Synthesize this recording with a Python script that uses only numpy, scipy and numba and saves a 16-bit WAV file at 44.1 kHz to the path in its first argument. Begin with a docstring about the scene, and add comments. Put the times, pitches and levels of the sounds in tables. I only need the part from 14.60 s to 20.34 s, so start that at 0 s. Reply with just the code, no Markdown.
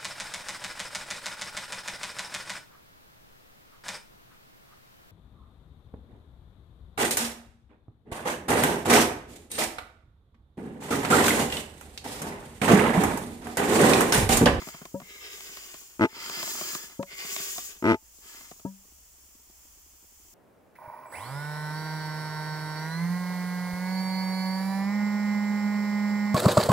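"""Hand pump on the grass

A double-action hand pump fills a plastic toy by a slow stream, close by and a little to the left.
Each stroke is one swell of air: a rush through the valves that peaks early, and a nozzle hiss that
follows the pressure. The piston judders twice as it starts down and knocks at the bottom, while shaft
and hose tick and bump. After the last knock only a brief hum and faint outdoor noise are left."""
import sys
import numpy as np
from scipy import signal
from scipy.fft import rfft, irfft
from scipy.io import wavfile
from scipy.ndimage import uniform_filter1d, map_coordinates
from numba import njit

SR = 44100
rng = np.random.default_rng(int(sys.argv[2]) if len(sys.argv) > 2 else 0)


def generate_wav(signal):
    """Clip the signal to [-1, 1] and save it as 16-bit WAV at the path in sys.argv[1]."""
    frames = np.transpose(np.atleast_2d(signal))
    scaled = np.clip(frames, -1, 1) * 32767
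    pcm = np.round(scaled).astype(np.int16)
    wavfile.write(sys.argv[1], SR, pcm)


N = 253134
T = np.arange(N) / SR
FREQS = np.fft.rfftfreq(N, 1 / SR) + 1e-3

# Levels in the tables are relative; t60 is the time a sound takes to fade by 60 dB.
# tone of the background rumble and hiss, with the microphone's peaks near 7 and 15 kHz: f/Hz, level/dB
BACKGROUND_TONE = [(20, 4), (60, 13.5), (80, 7.5), (110, -2.5), (350, -7.5), (560, -7), (950, -5.5),
                   (1600, -10.5), (3300, -7.5), (3800, -15), (5200, -4), (7350, 2.5), (8300, -5),
                   (11000, -6.5), (13500, -6.5), (14900, 2.5), (15700, -4.5)]
# how much the background differs between left and right: f/Hz, level/dB
BACKGROUND_WIDTH = [(60, -9), (400, -3), (1500, -1.0), (5000, -0.5)]
# tone of the rustling grass: f/Hz, level/dB
RUSTLE_TONE = [(100, -18.5), (200, -3.5), (350, -1), (600, -16), (950, -11), (2000, -22), (5000, -14.5),
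               (9000, -42.5)]
# clearest ticks of shaft and hose: t/s, level/dB, hardness (0 to 1)
TICK_EVENTS = [(0.017, -35, 0.47), (.07, -35.5, 0.3), (0.086, -35, 0.71), (0.143, -36, 0.3),
               (0.215, -39.5, 0), (0.253, -36, 0.74), (0.4, -40, 0.6), (0.416, -41.5, 0), (.806, -44, 1),
               (.97, -39.5, 0.91), (1.141, -39, 0.7), (1.696, -39, 0.93), (1.827, -29.5, 0.82),
               (1.875, -36.5, 0.8), (2.011, -33, 0.77), (2.149, -28, 0.72), (2.427, -31.5, 0.54),
               (2.763, -33.5, 1), (2.981, -34, 0.9), (3.913, -39, .45), (3.995, -48.5, 0.64)]
# resonances of a tick: f/Hz, width/Hz, level/dB
TICK_RESONANCES = [(390, 53, -3.5), (700, 110, -3), (1090, 140, -5), (1356, 1200, -13.5)]
# ringing of a tick's bump, the pump body, its base and its barrel: f/Hz, level/dB, t60/s, signed gain
BUMP_RING = [(156.6, 1.6, 0.052, 0.35), (244, 3.7, 0.032, -0.43)]
BODY_RING = [(100, -16.5, .056, 0.47), (263, -18, 0.036, 1), (356.4, 2, .019, 0.93),
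             (378, 2.5, 0.021, -0.89), (437, -13, 0.042, 0.67), (657, -23, 0.049, -0.89),
             (877, -20.5, 0.077, 0.69), (1040, -20.5, 0.017, -0.84), (1252, -19.5, .04, -0.91),
             (1527, -8.5, 0.014, 0.45), (2020, -20, 0.032, -1.6), (3200, -32, 0.021, 0.69),
             (3490, -36.5, .025, 0.53), (4740, -32, 0.034, 0.3)]
BASE_RING = [(138, 0, 0.1, 0.11), (264, 0.5, 0.037, 0.91), (420, -6, 0.074, -0.21),
             (646, -17.5, 0.052, -1.16)]
BARREL_OVERTONES = [(564, -9.5, .11, 1), (962, -13, 0.095, -1.08), (1355, -15, 0.034, 1),
                    (1700, -32, 0.14, -1.4)]
# piston judders, one table each: t/s, slip rate/Hz, level/dB
JUDDER_CURVES = [
    [(1.3946, 39, -8.5), (1.412, 109.6, 1.5), (1.437, 106, 6), (1.446, 133, 0.5), (1.455, 200, 0.5)],
    [(3.2246, 47.5, -10.5), (3.248, 81.7, -1), (3.278, 113.6, 1.5), (3.314, 112, 6.5), (3.331, 69, -0.5),
     (3.347, 103, -1.5)],
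]
# piston hits the bottom: t/s, level/dB, boost of the first overtone/dB, t60 of the barrel's lowest note/s
KNOCK_EVENTS = [(0.3423, -23, 5.5, 0.22), (2.393, -21, 5.5, 0.13), (4.0501, -21, -10.5, 0.29)]
# strokes, down and up in turn: start/s, end/s, rush level/dB, nozzle level/dB,
# nozzle swell from ends to middle/dB, flap whistle over the rush at the start/dB
PUMP_STROKES = [(-.6, 0.36, -47.5, -46.5, 20.5, 19), (0.408, 1.43, -50, -47, 16, 5.5),
                (1.477, 2.41, -41, -37.5, 25.5, -6), (2.464, 3.217, -44.5, -37.5, 21.5, 6),
                (3.6, 3.965, -53.5, -51.5, 4.5, -15)]
# resonances of the air path going up and going down: f/Hz, width/Hz, level/dB
PULL_RESONANCES = [(384, 110, 0), (680, 76, -18.5), (1136, 76, -1), (1530, 170, 0), (1854, 120, 1),
                   (2170, 120, -5), (2510, 100, 2), (2917, 220, 1), (3270, 180, 0.5), (3594, 110, 3.5),
                   (4820, 710, 0)]
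PUSH_RESONANCES = [(371, 110, -2.5), (933, 93, -0.5), (1310, 360, -2), (1726, 170, 2), (2064, 82, 4),
                   (3156, 100, 4), (3490, 120, -0.5), (4040, 59, 1), (4776, 350, 1), (5093, 200, 3.5)]
# tone of the swirling air in the pump: f/Hz, level/dB
RUSH_TONE = [(80, -35.5), (250, -20.5), (600, -12.5), (1500, -12), (2600, -4), (3800, -12), (5000, -4.5),
             (8000, -30)]
# tone of the nozzle hiss, with the microphone's peaks near 7 and 15 kHz: f/Hz, level/dB
HISS_TONE = [(1000, -31), (3800, -11), (4900, -5), (5600, -4.5), (6600, 3), (7350, 2.5), (8200, -6.5),
             (9500, -7.5), (11000, -8.5), (13500, -6), (14800, 0), (15700, -5.5)]
# the pump at the two microphones: f/Hz, left minus right/dB, left lead/rad, direct share (0 to 1)
STEREO_IMAGE = [(100, 3.5, 0.5, 1), (380, 3, 0.29, 1), (750, 2, 0.86, 1), (1300, -1, 1, 0.89),
                (1850, 1.5, 2.7, 0.41), (3280, 3.5, 3.88, 0.48), (5230, -4.5, 4.97, 0.73),
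                (6000, -3, 7.56, 0.16), (7900, 9, 8.6, 0.29), (10800, 2.5, 8, .4), (15000, -2, 18, .3)]


def undb(db):
    """Turn decibels into a gain."""
    return 10 ** (np.asarray(db) / 20)


def unit(x):
    """Scale to an average (rms) level of 1."""
    return x / np.sqrt(np.mean(x ** 2))


def noise(rows=1):
    """White noise. Three rows stand for direct, scattered left and scattered right sound."""
    return rng.standard_normal((rows, N))


def shape(x, response):
    """Filter a sound with one gain for each frequency."""
    return irfft(rfft(x) * response, N)


def curve(table, column=1):
    """Join the points of a table into a curve over all frequencies."""
    table = np.array(table)
    return np.interp(np.log(FREQS), np.log(table[:, 0]), table[:, column])


def band(hz, width_hz):
    """One resonance, with gain 1 at its centre."""
    return 1 / (1 + 1j * (FREQS / hz - hz / FREQS) * hz / width_hz)


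def wander(rate_hz):
    """A smooth random wobble, about 1 in size."""
    hold = int(SR / rate_hz)
    steps = np.repeat(rng.standard_normal(N // hold + 1), hold)
    return 1.3 * uniform_filter1d(uniform_filter1d(steps, hold), hold)[:N]


def fade(t60):
    """A fade from 1 towards 0, half a second long."""
    return np.exp(-np.log(1000) * T[:SR // 2] / t60)


def ring(modes):
    """Fading tones after one blow."""
    t = T[:SR // 2]
    return -sum(gain * undb(db) * fade(t60) * np.sin(2 * np.pi * hz * t) for hz, db, t60, gain in modes)


def add(out, start_s, sound):
    """Mix a sound in at the given time."""
    i = max(int(start_s * SR), 0)
    out[i:i + len(sound)] += sound[:N - i]


def cut_bass(x, hz):
    """A small body cannot give off deep bass."""
    ratio = hz / (1j * FREQS)
    return shape(x, 1 / (1 + 0.92 * ratio + ratio ** 2))


def outdoors(level_db=-57):
    """Faint background: a low rumble shared by both sides and a thin, wide hiss."""
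    tone = undb(curve(BACKGROUND_TONE))
    mid = shape(noise(), tone)
    side = shape(noise(), tone * undb(curve(BACKGROUND_WIDTH)))
    stereo = np.vstack([mid + side, mid - side]) / np.std(mid)
    return stereo * undb(level_db + 0.44 * wander(6.1))


def hum():
    """A faint low hum wavers for about a second after the last knock."""
    swell = np.interp(T, [4.05, 4.3, 5.2, 5.45], [0, 1, 1, 0])
    pitch_hz = 68 + 1.62 * wander(6.05)
    return undb(-67) * swell * np.sin(2 * np.pi * np.cumsum(pitch_hz) / SR)


def rustle(taps_per_s=45):
    """Grass and plastic settle in faint, scattered taps."""
    taps = (rng.random(N) < taps_per_s / SR) * rng.random(N) ** 2
    bursts = noise()[0] * signal.fftconvolve(taps, fade(0.04))[:N]
    return undb(-70.5) * unit(shape(bursts, undb(curve(RUSTLE_TONE))))


def crinkles(per_s=12):
    """Extra rows for the tick table: random small ticks, as strong as the air that moves the hose."""
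    flow = rush_level(PUMP_STROKES)
    moments = np.flatnonzero((rng.random(N) < per_s / SR) & (flow > 0))
    return [(T[i], 20 * np.log10(flow[i]) + 0.5 - 0.5 * rng.standard_normal(), rng.random())
            for i in moments]


def ticks():
    """Shaft and hose make short plastic scuffs, each with a low bump and a crisp click."""
    scuffs, clicks, bumps = np.zeros((3, N))
    bump = ring(BUMP_RING)
    for start, db, hardness in TICK_EVENTS + crinkles():
        # a soft contact has more bump and less click, and lasts longer
        bump_db = np.interp(hardness, [0, 1], [11, -9.5])
        click_db = np.interp(hardness, [0, 1], [-8, 20])
        t60 = 0.0301 * undb(0.15 * bump_db)
        swell = 1 - fade(0.79 * t60)
        add(scuffs, start, undb(db + 6.5) * fade(t60) * swell)
        add(clicks, start, undb(db + click_db) * fade(0.012) * swell)
        add(bumps, start, undb(db + bump_db) * bump * swell)
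    clack = band(630, 1400) * sum(undb(db) * band(hz, width) for hz, width, db in TICK_RESONANCES)
    out = scuffs * unit(shape(noise(3), clack))
    out += clicks * unit(shape(noise(3), band(2900, 5000) ** 2))
    out[0] += bumps
    return cut_bass(out, hz=106)


def judder(full_slip_s=0.00043):
    """The seal sticks and slips, faster as the push builds; each slip rings the body and scrapes."""
    slips = np.zeros(N)
    for rows in JUDDER_CURVES:
        times, rate_hz, db = np.transpose(rows)
        t = np.arange(times[0], times[-1], 1 / SR)
        slip_count = np.floor(np.cumsum(np.interp(t, times, rate_hz)) / SR)
        for when in t[np.diff(slip_count, prepend=-1) > 0]:
            size = undb(np.interp(when, times, db))
            push = fade(full_slip_s / size ** 0.7)  # weaker slips last longer
            add(slips, when + 5e-5 * rng.standard_normal(), size * push / push.sum())
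    rasp = band(1400, 850) * band(2000, 7000)
    rasp += undb(-2) * band(2320, 1200) ** 3 + undb(-12) * band(5150, 1100) ** 3
    # the scrape grows faster than the slips that drive it
    scrape = abs(signal.fftconvolve(slips, fade(0.058))[:N]) ** 1.1
    out = undb(-34) * unit(shape(noise(3), rasp)) * scrape
    out[0] += signal.fftconvolve(slips, ring(BODY_RING))[:N]
    return cut_bass(out, hz=145)


def knocks(barrel_hz=193.6):
    """The piston hits the bottom: a thud, then the air in the barrel swells and rings on."""
    t = T[:SR // 2]
    # the air column shortens as the seal gives, so its overtones start a little flat
    bent_time = t - 0.0011 * (1 - fade(0.053))
    out = np.zeros(N)
    for start, db, boost_db, t60 in KNOCK_EVENTS:
        thud = (ring(BASE_RING) + ring([(barrel_hz, -12, t60, 1)])) * (1 - fade(0.0099))
        overtones = undb(boost_db) * ring(BARREL_OVERTONES[:1]) + ring(BARREL_OVERTONES[1:])
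        column = np.interp(bent_time, t, overtones) * (1 - fade(0.088))
        add(out, start, undb(db) * (undb(2.5) * thud + undb(6.5) * column))
    cushioned = shape(out, 1 / (1 + 1j * FREQS / 2400) ** 2)  # the rubber seal softens the blow
    return cut_bass(cushioned, hz=96)


def travel(start, end):
    """How far the piston has gone: 0 at the start of a stroke, 1 at its end."""
    return (T - start) / (end - start)


def rush_level(strokes, rise=0.79, fall=1.316):
    """The rush of air swells early in each stroke and ebbs as the handle slows."""
    peak = rise / (rise + fall)
    level = np.zeros(N)
    for start, end, db, *_ in strokes:
        done = np.clip(travel(start, end), 0, 1)
        level += undb(db) * (done / peak) ** rise * ((1 - done) / (1 - peak)) ** fall
    return level


def seal_rub(grains_per_s=260):
    """The seal rubs along the barrel in uneven grains."""
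    grains = noise() * (rng.random(N) < grains_per_s / SR)
    tone = band(290, 220) * band(270, 1200) + undb(-2.5) * band(1200, 730) ** 2
    return unit(shape(grains, tone))


def flap_whistle(hz=2134, fade_db=29.5):
    """A valve flap whistles while its gap is narrow and quietens as the stroke opens it."""
    level = np.zeros(N)
    for stroke in PUMP_STROKES:
        start, end, *_, whistle_db = stroke
        done = np.clip(travel(start, end), 0, 1)
        level += rush_level([stroke]) * undb(whistle_db - fade_db * done)
    return level * unit(shape(noise(3), band(hz, 240) ** 2))


def nozzle_hiss(echo_s=0.0024, flatness=2.58):
    """The jet hisses with the hose pressure, most at mid-stroke, and echoes in the swaying hose end."""
    level = sum(undb(db - swell_db * abs(2 * travel(start, end) - 1) ** flatness)
                for start, end, _, db, swell_db, _ in PUMP_STROKES)
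    hiss = shape(noise(3), undb(curve(HISS_TONE)))
    earlier = T - echo_s * (1 + 0.012 * wander(3))
    echo = np.array([map_coordinates(row, [earlier * SR], order=3) for row in hiss])
    flutter = undb(1.6 * wander(28))
    return undb(2) * level * unit(hiss + undb(-7) * echo) * flutter


def rush(resonances, flutter_db, wander_db, drift_s, groups=3):
    """Air swirls through one path in the pump; groups of its resonances come and go."""
    swirl = shape(noise(3), undb(curve(RUSH_TONE)))
    for k in range(groups):
        peaks = sum(undb(db) * abs(band(hz, width)) ** 2 for hz, width, db in resonances[k::groups])
        swirl += shape(noise(3), peaks) * undb(-1 + wander_db * wander(11))
    bent_time = T + drift_s * wander(2)  # a changing path length bends every resonance
    bent = np.array([np.interp(bent_time % T[-1], T, row) for row in swirl])
    return unit(bent) * undb(flutter_db * wander(45.3))


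def blow(swirl, level, treble_hz=4030, full_treble_db=-43.5):
    """Faster air is louder and also brighter."""
    dull = shape(swirl, 1 / (1 + (FREQS / treble_hz) ** 10))
    brightness = (level / undb(full_treble_db)) ** 0.4
    return level * (dull + (swirl - dull) * brightness)


def pumped_air():
    """The valves switch the air path at each turn of the handle; the nozzle hisses both ways."""
    up = undb(4) * rush(PULL_RESONANCES, flutter_db=2.5, wander_db=1.5, drift_s=0.011)
    down = undb(3) * rush(PUSH_RESONANCES, flutter_db=2.2, wander_db=2.5, drift_s=0.006)
    rub = seal_rub()  # louder under the load of a push
    pulls = blow(up + undb(-18) * rub, rush_level(PUMP_STROKES[1::2]))
    pushes = blow(down + undb(-11.5) * rub, rush_level(PUMP_STROKES[::2]))
    return pulls + pushes + flap_whistle() + nozzle_hiss()


def to_stereo(direct, scattered):
    """Sound reaches the left microphone first; part of it arrives scattered by the grass."""
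    balance_db, lead, direct_share = (curve(STEREO_IMAGE, column) for column in (1, 2, 3))
    direct_share = np.clip(direct_share, 0, 1)
    arrival = np.array([np.ones_like(lead), np.exp(-1j * lead)])
    gain = undb(np.array([balance_db, -balance_db]) / 2)
    straight = shape(direct, gain * arrival * np.sqrt(direct_share))
    return straight + shape(scattered, gain * np.sqrt(1 - direct_share))


def scene():
    """The pump in the open air."""
    pump = pumped_air() + judder() + ticks()
    further_left = undb([[0.75], [-0.75]])  # the base stands further left than the handle
    base = to_stereo(knocks(), np.zeros((2, N))) * further_left
    return to_stereo(pump[0] + rustle(), pump[1:]) + base + hum() + outdoors()


@njit
def follow_level(x, attack_s, release_s):
    """Track a level, with one speed for rising and another for sinking."""
    attack, release = 1 / (attack_s * SR), 1 / (release_s * SR)
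    out, level = np.empty(len(x)), 0.
    for i in range(len(x)):
        level += (x[i] - level) * (attack if x[i] > level else release)
        out[i] = level
    return out


def record(dry, limit_db=-19, ratio=1.73, top_hz=15750):
    """The recorder turns down the loudest moments and cuts off the highest treble."""
    level = follow_level(abs(dry).max(axis=0), attack_s=0.002, release_s=0.079)
    gain = np.maximum(level / undb(limit_db), 1) ** (1 / ratio - 1)
    treble_cut = signal.ellip(12, 0.2, 80, top_hz, fs=SR, output="sos")
    return signal.sosfilt(treble_cut, dry * gain)


dry = scene()
out = record(dry)
generate_wav(out)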